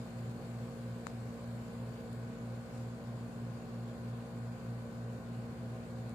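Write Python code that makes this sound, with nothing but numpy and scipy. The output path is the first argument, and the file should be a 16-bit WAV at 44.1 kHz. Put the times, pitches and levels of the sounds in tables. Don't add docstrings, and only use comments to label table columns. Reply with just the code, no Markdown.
import sys
import numpy as np
from scipy import signal
from scipy.fft import irfft, next_fast_len
from scipy.io import wavfile
from scipy.ndimage import uniform_filter1d

SR = 44100
rng = np.random.default_rng(int(sys.argv[2]) if len(sys.argv) > 2 else 0)


def generate_wav(sig):
    pcm = np.round(np.clip(np.atleast_2d(sig).T, -1, 1) * 32767).astype(np.int16)
    wavfile.write(sys.argv[1], SR, pcm)


def voltage_ratio(decibels):
    exponent = np.asarray(decibels, float) / 20
    return 10 ** exponent


N = 270789

MAINS_HZ, FAN_HZ = 119.68, 14.89
FIRST_DIP_S = 0.083
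TOP_MULTIPLE = 30
FAINT_DB, FAINT_DB_PER_MULTIPLE, FAINT_SCATTER_DB = -78, -.25, 3
RIGHT_PANEL, RIGHT_PANEL_LAG_S = (4, 5), .00045
ROCKING_PANEL, OPPOSED_RAD = (7, 24, 25, 28), 2.2
SCATTER_RAD_PER_MULTIPLE = .02
MASK_FROM_HZ, MASK_DB, MASK_DB_PER_OCTAVE = 2000, 7.5, -2.3
EDGE_HZ = 15520

# (time [s], shaft speed [Hz])
SHAFT_SPEED = [(0, 58.312), (6.14, 58.25)]
# (multiple of the shaft [1], left level [dB], right level [dB])
SHELL_TONES = [(1, -62.5, -61.2), (2, -48.8, -48.1), (3, -55, -56.5), (4, -48.2, -49.7), (5, -73.0, -70.5),
               (6, -66.7, -64.6), (7, -73.8, -75.7), (8, -64.2, -61.9), (9, -62.4, -60.1),
               (10, -69.2, -70.3), (12, -70.3, -73.1), (13, -65.2, -76.0), (14, -80.6, -72.7),
               (17, -76.7, -76.4), (18, -75, -70.2), (24, -69.2, -74.7), (25, -71.9, -79.8),
               (26, -68.3, -76.9), (27, -84.4, -77.2), (28, -76.2, -82.8)]
# (multiple of the hum [1], level [dB])
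MAINS_HUM = [(1, -49.3), (2, -62)]
# (multiple of the fan shaft [1], level [dB])
BLADE_TONES = [(5, -67.5), (9, -59), (13.655, -66), (13.742, -68)]
# (shell multiple [1], level [dB])
ROCKING_TONES = [(2, -68), (3, -69), (5, -74), (7, -75), (9, -75), (11, -73)]
# (shell multiple [1], times the mains hum added [1], level [dB])
SLIP_TONES = [(6, 1, -72), (10, -1, -75)]
# (share of a turn [1], level [dB])
VALVE_CLICKS = [
    (.27, -81),
    (.77, -67),
    (0.963, -80),
]
# (frequency [Hz], density [dB per Hz])
ROAR_SPECTRUM = [(20, -100), (60, -95), (80, -80), (110, -78), (230, -77.5), (310, -84.5), (332, -88.5),
                 (360, -81.5), (700, -86), (880, -90.5), (1120, -87.5), (1300, -92.5), (1800, -95),
                 (3000, -115)]
# (frequency [Hz], width [Hz], density [dB per Hz])
PANEL_MODES = [(114, 12, -77), (128, 20, -72), (168, 16, -76), (204, 14, -74), (240, 20, -78),
               (280, 20, -79), (435, 20, -78), (468, 18, -75), (522, 26, -78), (580, 16, -79),
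               (650, 30, -81.5), (757, 30, -84), (815, 18, -84), (975, 20, -88)]
# (frequency [Hz], left-right likeness [1])
LIKENESS = [(60, .96), (150, .965), (210, .96), (330, .84), (500, .94), (770, .66), (1170, .14), (1800, 0)]
# (frequency [Hz], left over right [dB])
BALANCE = [(60, -1), (140, 0), (220, 1), (360, -2.5), (520, -2.5), (750, 1), (870, -3), (1150, 1.5),
           (1800, 0)]
# (frequency [Hz], lead of the left microphone [rad])
LEFT_PHASE = [(100, 0), (170, -.05), (290, -.2), (350, .1), (470, -.2), (650, .1), (760, -.35), (1000, -.6)]
# (frequency [Hz], left density [dB per Hz], right density [dB per Hz])
FIN_HISS = [(1500, -107, -107), (2200, -95.5, -94.5), (2700, -97.5, -98), (3200, -101.5, -101),
            (3900, -102.5, -103.5), (4300, -99, -103), (4700, -100, -107.5), (5400, -104, -113),
            (5900, -107.5, -113), (6300, -104.5, -108.5), (7000, -102.5, -107), (7400, -102, -108),
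            (8200, -104.5, -114), (10400, -108.5, -117.5), (11700, -113.5, -117), (12300, -112, -118),
            (14400, -116, -120.5), (15500, -112, -131)]
# (time [s], hiss level [dB])
FIN_NEARNESS = [(0, 1.2), (1.4, 1), (2.5, .3), (5.2, -.7), (6.14, -.5)]
# (time [s], share turned away [1])
TURNING = [(0, -.5), (2.15, -.4), (2.3, .8), (3.5, 1), (4.7, 0), (5.1, 1), (5.6, .7), (6.14, .3)]
# (frequency [Hz], level [dB])
TURNED_LOSS = [(8000, 0), (12000, -2), (15500, -2.5)]
# (multiple [1], left level [dB], right level [dB])
SINGING_TONES = [(21, -77, -82), (29, -80, -80), (41, -85, -85), (63, -84, -82), (69, -87, -91),
                 (71, -89, -87), (72, -87, -91), (74, -85, -92), (75, -85, -89), (76, -82.5, -86),
                 (83, -89, -94), (80, -88.5, -95), (90, -89.5, -97), (116, -92, -93), (126, -88, -95),
                 (133, -87.5, -96), (134, -88, -96)]
# (start [s], end [s], frequency [Hz], width [Hz], level [dB])
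WHISTLE_MODES = [
    (-.8, 1.3, 4320, 70, -77),
    (-.6, 2.1, 7820, 180, -76),
    (5.5, 6.3, 8550, 150, -83),
]
# (time [s], peak level [dB], brightness [Hz], left over right [dB])
TICK_EVENTS = [
    (1.06862, -26.6, 1150, 33),
    (2.1302, -48.5, 9500, 10),
    (2.75, -56, 7500, 6),
    (4.705, -58, 8800, 6),
    (5.703, -59, 10300, 10),
    (5.72, -58, 10300, 10),
    (6.06, -58, 10000, 8),
    (6.0953, -47.5, 9000, 16),
]
# (start [s], end [s], low edge [Hz], high edge [Hz], left level [dB], right level [dB])
HAND_RUB = (2.71, 2.85, 3500, 9000, -67.5, -70)


def read(points, hz):
    f, value = np.transpose(points)
    return np.interp(np.log(hz + 1), np.log(f + 1), value)


def curve(points):
    return np.interp(np.arange(N) / SR, *np.transpose(points))


def evened(x):
    return x / np.sqrt(np.mean(x ** 2))


def drift(hz, depth_db):
    knots = evened(uniform_filter1d(rng.standard_normal(200), size=4))
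    return np.interp(np.arange(N) / SR * hz * 4, np.arange(200), voltage_ratio(depth_db * knots))


def swelling(start, end, t):
    return np.sin(np.pi * np.clip((t - start) / (end - start), 0, 1))


def resonance(x, hz, q):
    return signal.lfilter(*signal.iirpeak(hz, q, SR), x)


def tone(turns, db, waver_db):
    return np.sqrt(2) * voltage_ratio(db) * drift(1.18, waver_db) * np.cos(2 * np.pi * turns)


def noise(left_db, right_db, same, left_lead=0):
    size = next_fast_len(N)
    a, b, c, d = rng.standard_normal((4, size // 2 + 1))
    left = a + 1j * b
    right = same * left * np.exp(-1j * left_lead) + np.sqrt(1 - same ** 2) * (c + 1j * d)
    spectra = np.array([left * voltage_ratio(left_db), right * voltage_ratio(right_db)])
    return irfft(spectra * np.sqrt(size * SR / 4), size)[:, :N]


def compressor(turns):
    out, turn, power = np.zeros((2, N)), np.exp(2j * np.pi * turns), 1
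    strong = {k: (left_db, right_db) for k, left_db, right_db in SHELL_TONES}
    for k, chance in enumerate(rng.standard_normal((TOP_MULTIPLE, 3)), 1):
        power = power * turn
        faint_db = FAINT_DB + FAINT_DB_PER_MULTIPLE * k + FAINT_SCATTER_DB * chance[:2]
        db = strong.get(k, faint_db)
        lead = SCATTER_RAD_PER_MULTIPLE * k * chance[2] + OPPOSED_RAD * (k in ROCKING_PANEL)
        lead -= 2 * np.pi * k * SHAFT_SPEED[0][1] * RIGHT_PANEL_LAG_S * (k in RIGHT_PANEL)
        start = 2 * np.pi * rng.random() * (k != 2)
        phase = start + lead * np.array([[.5], [-.5]])
        sides = voltage_ratio(np.reshape(db, (2, 1))) * np.exp(1j * phase)
        out += np.sqrt(2) * drift(1.0, .5 + .03 * k) * (sides * power).real
    return out


def motors(turns):
    t = np.arange(N) / SR
    dip = round(FIRST_DIP_S * SR)
    mains = MAINS_HZ * (t - t[dip]) + 2 * turns[dip] + .5
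    fan = FAN_HZ * t + .03 * drift(.6, 1.0)
    hum = sum(tone(k * mains, db, 1.3) for k, db in MAINS_HUM)
    blades = sum(tone(k * fan + rng.random(), db, 2.0) for k, db in BLADE_TONES)
    rocking = sum(tone(k * turns + fan + rng.random(), db, 1.6) for k, db in ROCKING_TONES)
    return hum + blades + rocking


def slip(turns):
    mains = MAINS_HZ * np.arange(N) / SR
    return sum(tone(k * turns + side * mains + rng.random(), db, 1.4) for k, side, db in SLIP_TONES)


def valves(turns):
    out, t = np.zeros((2, N)), np.arange(500) / SR
    for share, db in VALVE_CLICKS:
        at = np.flatnonzero(np.diff(np.floor(turns - share)) > 0)
        clicks = np.zeros(N)
        clicks[at] = voltage_ratio(db + 2.7 * rng.standard_normal(400)[:len(at)])
        modes = rng.standard_normal((2, 500)) * voltage_ratio(-60 * t / .012)
        ring = resonance(resonance(modes, 4400, 3.0), 4300, 4.0)
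        ring += .4 * resonance(modes, 7400, 6.0)
        out += signal.oaconvolve(clicks[None], ring * voltage_ratio([[16.5], [12]]), axes=1)[:, :N]
    return out


def roar():
    hz = np.fft.rfftfreq(next_fast_len(N), 1 / SR)
    power = voltage_ratio(read(ROAR_SPECTRUM, hz)) ** 2
    for mode_hz, width, db in PANEL_MODES:
        power = power + voltage_ratio(db) ** 2 / (1 + (2 * (hz - mode_hz) / width) ** 2) ** 2
    db, tilt_db = 10 * np.log10(power), read(BALANCE, hz) / 2
    return noise(db + tilt_db, db - tilt_db, read(LIKENESS, hz), read(LEFT_PHASE, hz))


def hiss(turns):
    hz, table = np.fft.rfftfreq(next_fast_len(N), 1 / SR), np.array(FIN_HISS)
    below_db = -40 * np.log10(1 + (900 / (hz + 1)) ** 2)
    air = noise(read(table[:, [0, 1]], hz) + below_db, read(table[:, [0, 2]], hz) + below_db, 0)
    z = signal.stft(air, nperseg=512, noverlap=384)[2]
    patches = uniform_filter1d(rng.standard_normal(z.shape), size=30, axis=2)
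    patches = evened(uniform_filter1d(patches, size=5, axis=1))
    gusts = evened(uniform_filter1d(rng.standard_normal(z.shape[2]), size=6))
    turned = np.interp(np.arange(z.shape[2]) * 128 / SR, *np.transpose(TURNING))
    far_db = read(TURNED_LOSS, np.fft.rfftfreq(512, 1 / SR))[:, None] * turned
    z = z * voltage_ratio(1.6 * patches + .6 * gusts + far_db)
    air = signal.istft(z, nperseg=512, noverlap=384)[1][:, :N]
    throb_db = .5 * np.cos(2 * np.pi * (turns - .27))
    return air * voltage_ratio(-.4 + curve(FIN_NEARNESS) + throb_db)


def singing(turns):
    out = np.zeros((2, N))
    for k, *sides_db in SINGING_TONES:
        out += np.array([tone(k * turns + rng.random(), db, 2.5) for db in sides_db])
    return out


def whistles(turns):
    out, t = np.zeros((2, N)), np.arange(N) / SR
    clicks = evened(np.diff(np.floor(turns - VALVE_CLICKS[0][0]), prepend=0).clip(0))
    for start, end, hz, width, db in WHISTLE_MODES:
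        band = resonance(rng.standard_normal(N) + clicks, hz, hz / width)
        out += voltage_ratio([[db], [db - 12]]) * evened(band) * swelling(start, end, t)
    return out


def ticks():
    out, t = np.zeros((2, N + 4000)), np.arange(4000) / SR
    rise = 1 - np.exp(-(t / .00026) ** 2)
    partials = [(2200, .24), (3800, .27), (6900, .34), (9700, .12), (14000, .04)]  # (Hz, strength)
    edge = sum(part * np.sin(2 * np.pi * f * t) for f, part in partials) * np.exp(-t / .00042) * rise
    room = signal.butter(2, [3000, 7800], "band", fs=SR)
    for s, db, hz, left_db in TICK_EVENTS:
        decay = np.exp(-t / .00075 * np.sqrt(hz / 1100))
        swing = -np.sin(2 * np.pi * hz * t) * decay * np.minimum(3.1 * hz * t, 1) ** 2
        tail = signal.lfilter(*room, rng.standard_normal((2, 4000)))
        tail *= voltage_ratio(-31 - 60 * t / .11)
        at = round(s * SR)
        right = voltage_ratio(-left_db) * swing + .2 * edge + .7 * tail[1]
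        out[0, at:at + 4000] += voltage_ratio(db + 9) * (swing + edge + tail[0])
        out[1, at + 12:at + 4000] += voltage_ratio(db + 6) * right[:-12]
    return out[:, :N]


def rustle():
    start, end, low_hz, high_hz, *sides_db = HAND_RUB
    swell = swelling(start, end, np.arange(N) / SR) ** .5
    grain = voltage_ratio(3 * evened(uniform_filter1d(rng.standard_normal(N), size=400)))
    band = signal.butter(2, [low_hz, high_hz], "band", fs=SR)
    rub = signal.lfilter(*band, rng.standard_normal((2, N)) * grain)
    return voltage_ratio(np.reshape(sides_db, (2, 1))) * evened(rub) * swell


def scene():
    turns = np.cumsum(curve(SHAFT_SPEED)) / SR + .01 * drift(3.0, 1.0)
    machine = compressor(turns) + motors(turns) + slip(turns) + valves(turns)
    air = roar() + hiss(turns)
    shell = singing(turns) + whistles(turns)
    return machine + air + shell + ticks() + rustle()


def top_cut(x):
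    return signal.sosfilt(signal.butter(12, 15520, fs=SR, output="sos"), x)


def record(dry):
    hz, _, z = signal.stft(dry, SR, nperseg=2048)
    band = uniform_filter1d(uniform_filter1d(abs(z) ** 2, size=6, axis=1), size=3, axis=2)
    around = uniform_filter1d(band.mean(0), size=120, axis=0)
    around = np.exp(uniform_filter1d(np.log(around + 1e-30), size=20, axis=1))
    mask_db = MASK_DB + MASK_DB_PER_OCTAVE * np.log2((hz + 1) / MASK_FROM_HZ)
    heard = band > around * voltage_ratio(-mask_db)[:, None] ** 2
    kept = heard | (hz < MASK_FROM_HZ)[:, None]
    gated = signal.istft(z * kept, SR, nperseg=2048)[1][:, :N]
    lowpass = signal.firwin(1023, EDGE_HZ, window=("kaiser", 9), fs=SR)
    limited = signal.oaconvolve(gated, lowpass[None], "same")
    return top_cut(limited)


dry = scene()
out = record(dry)
generate_wav(out)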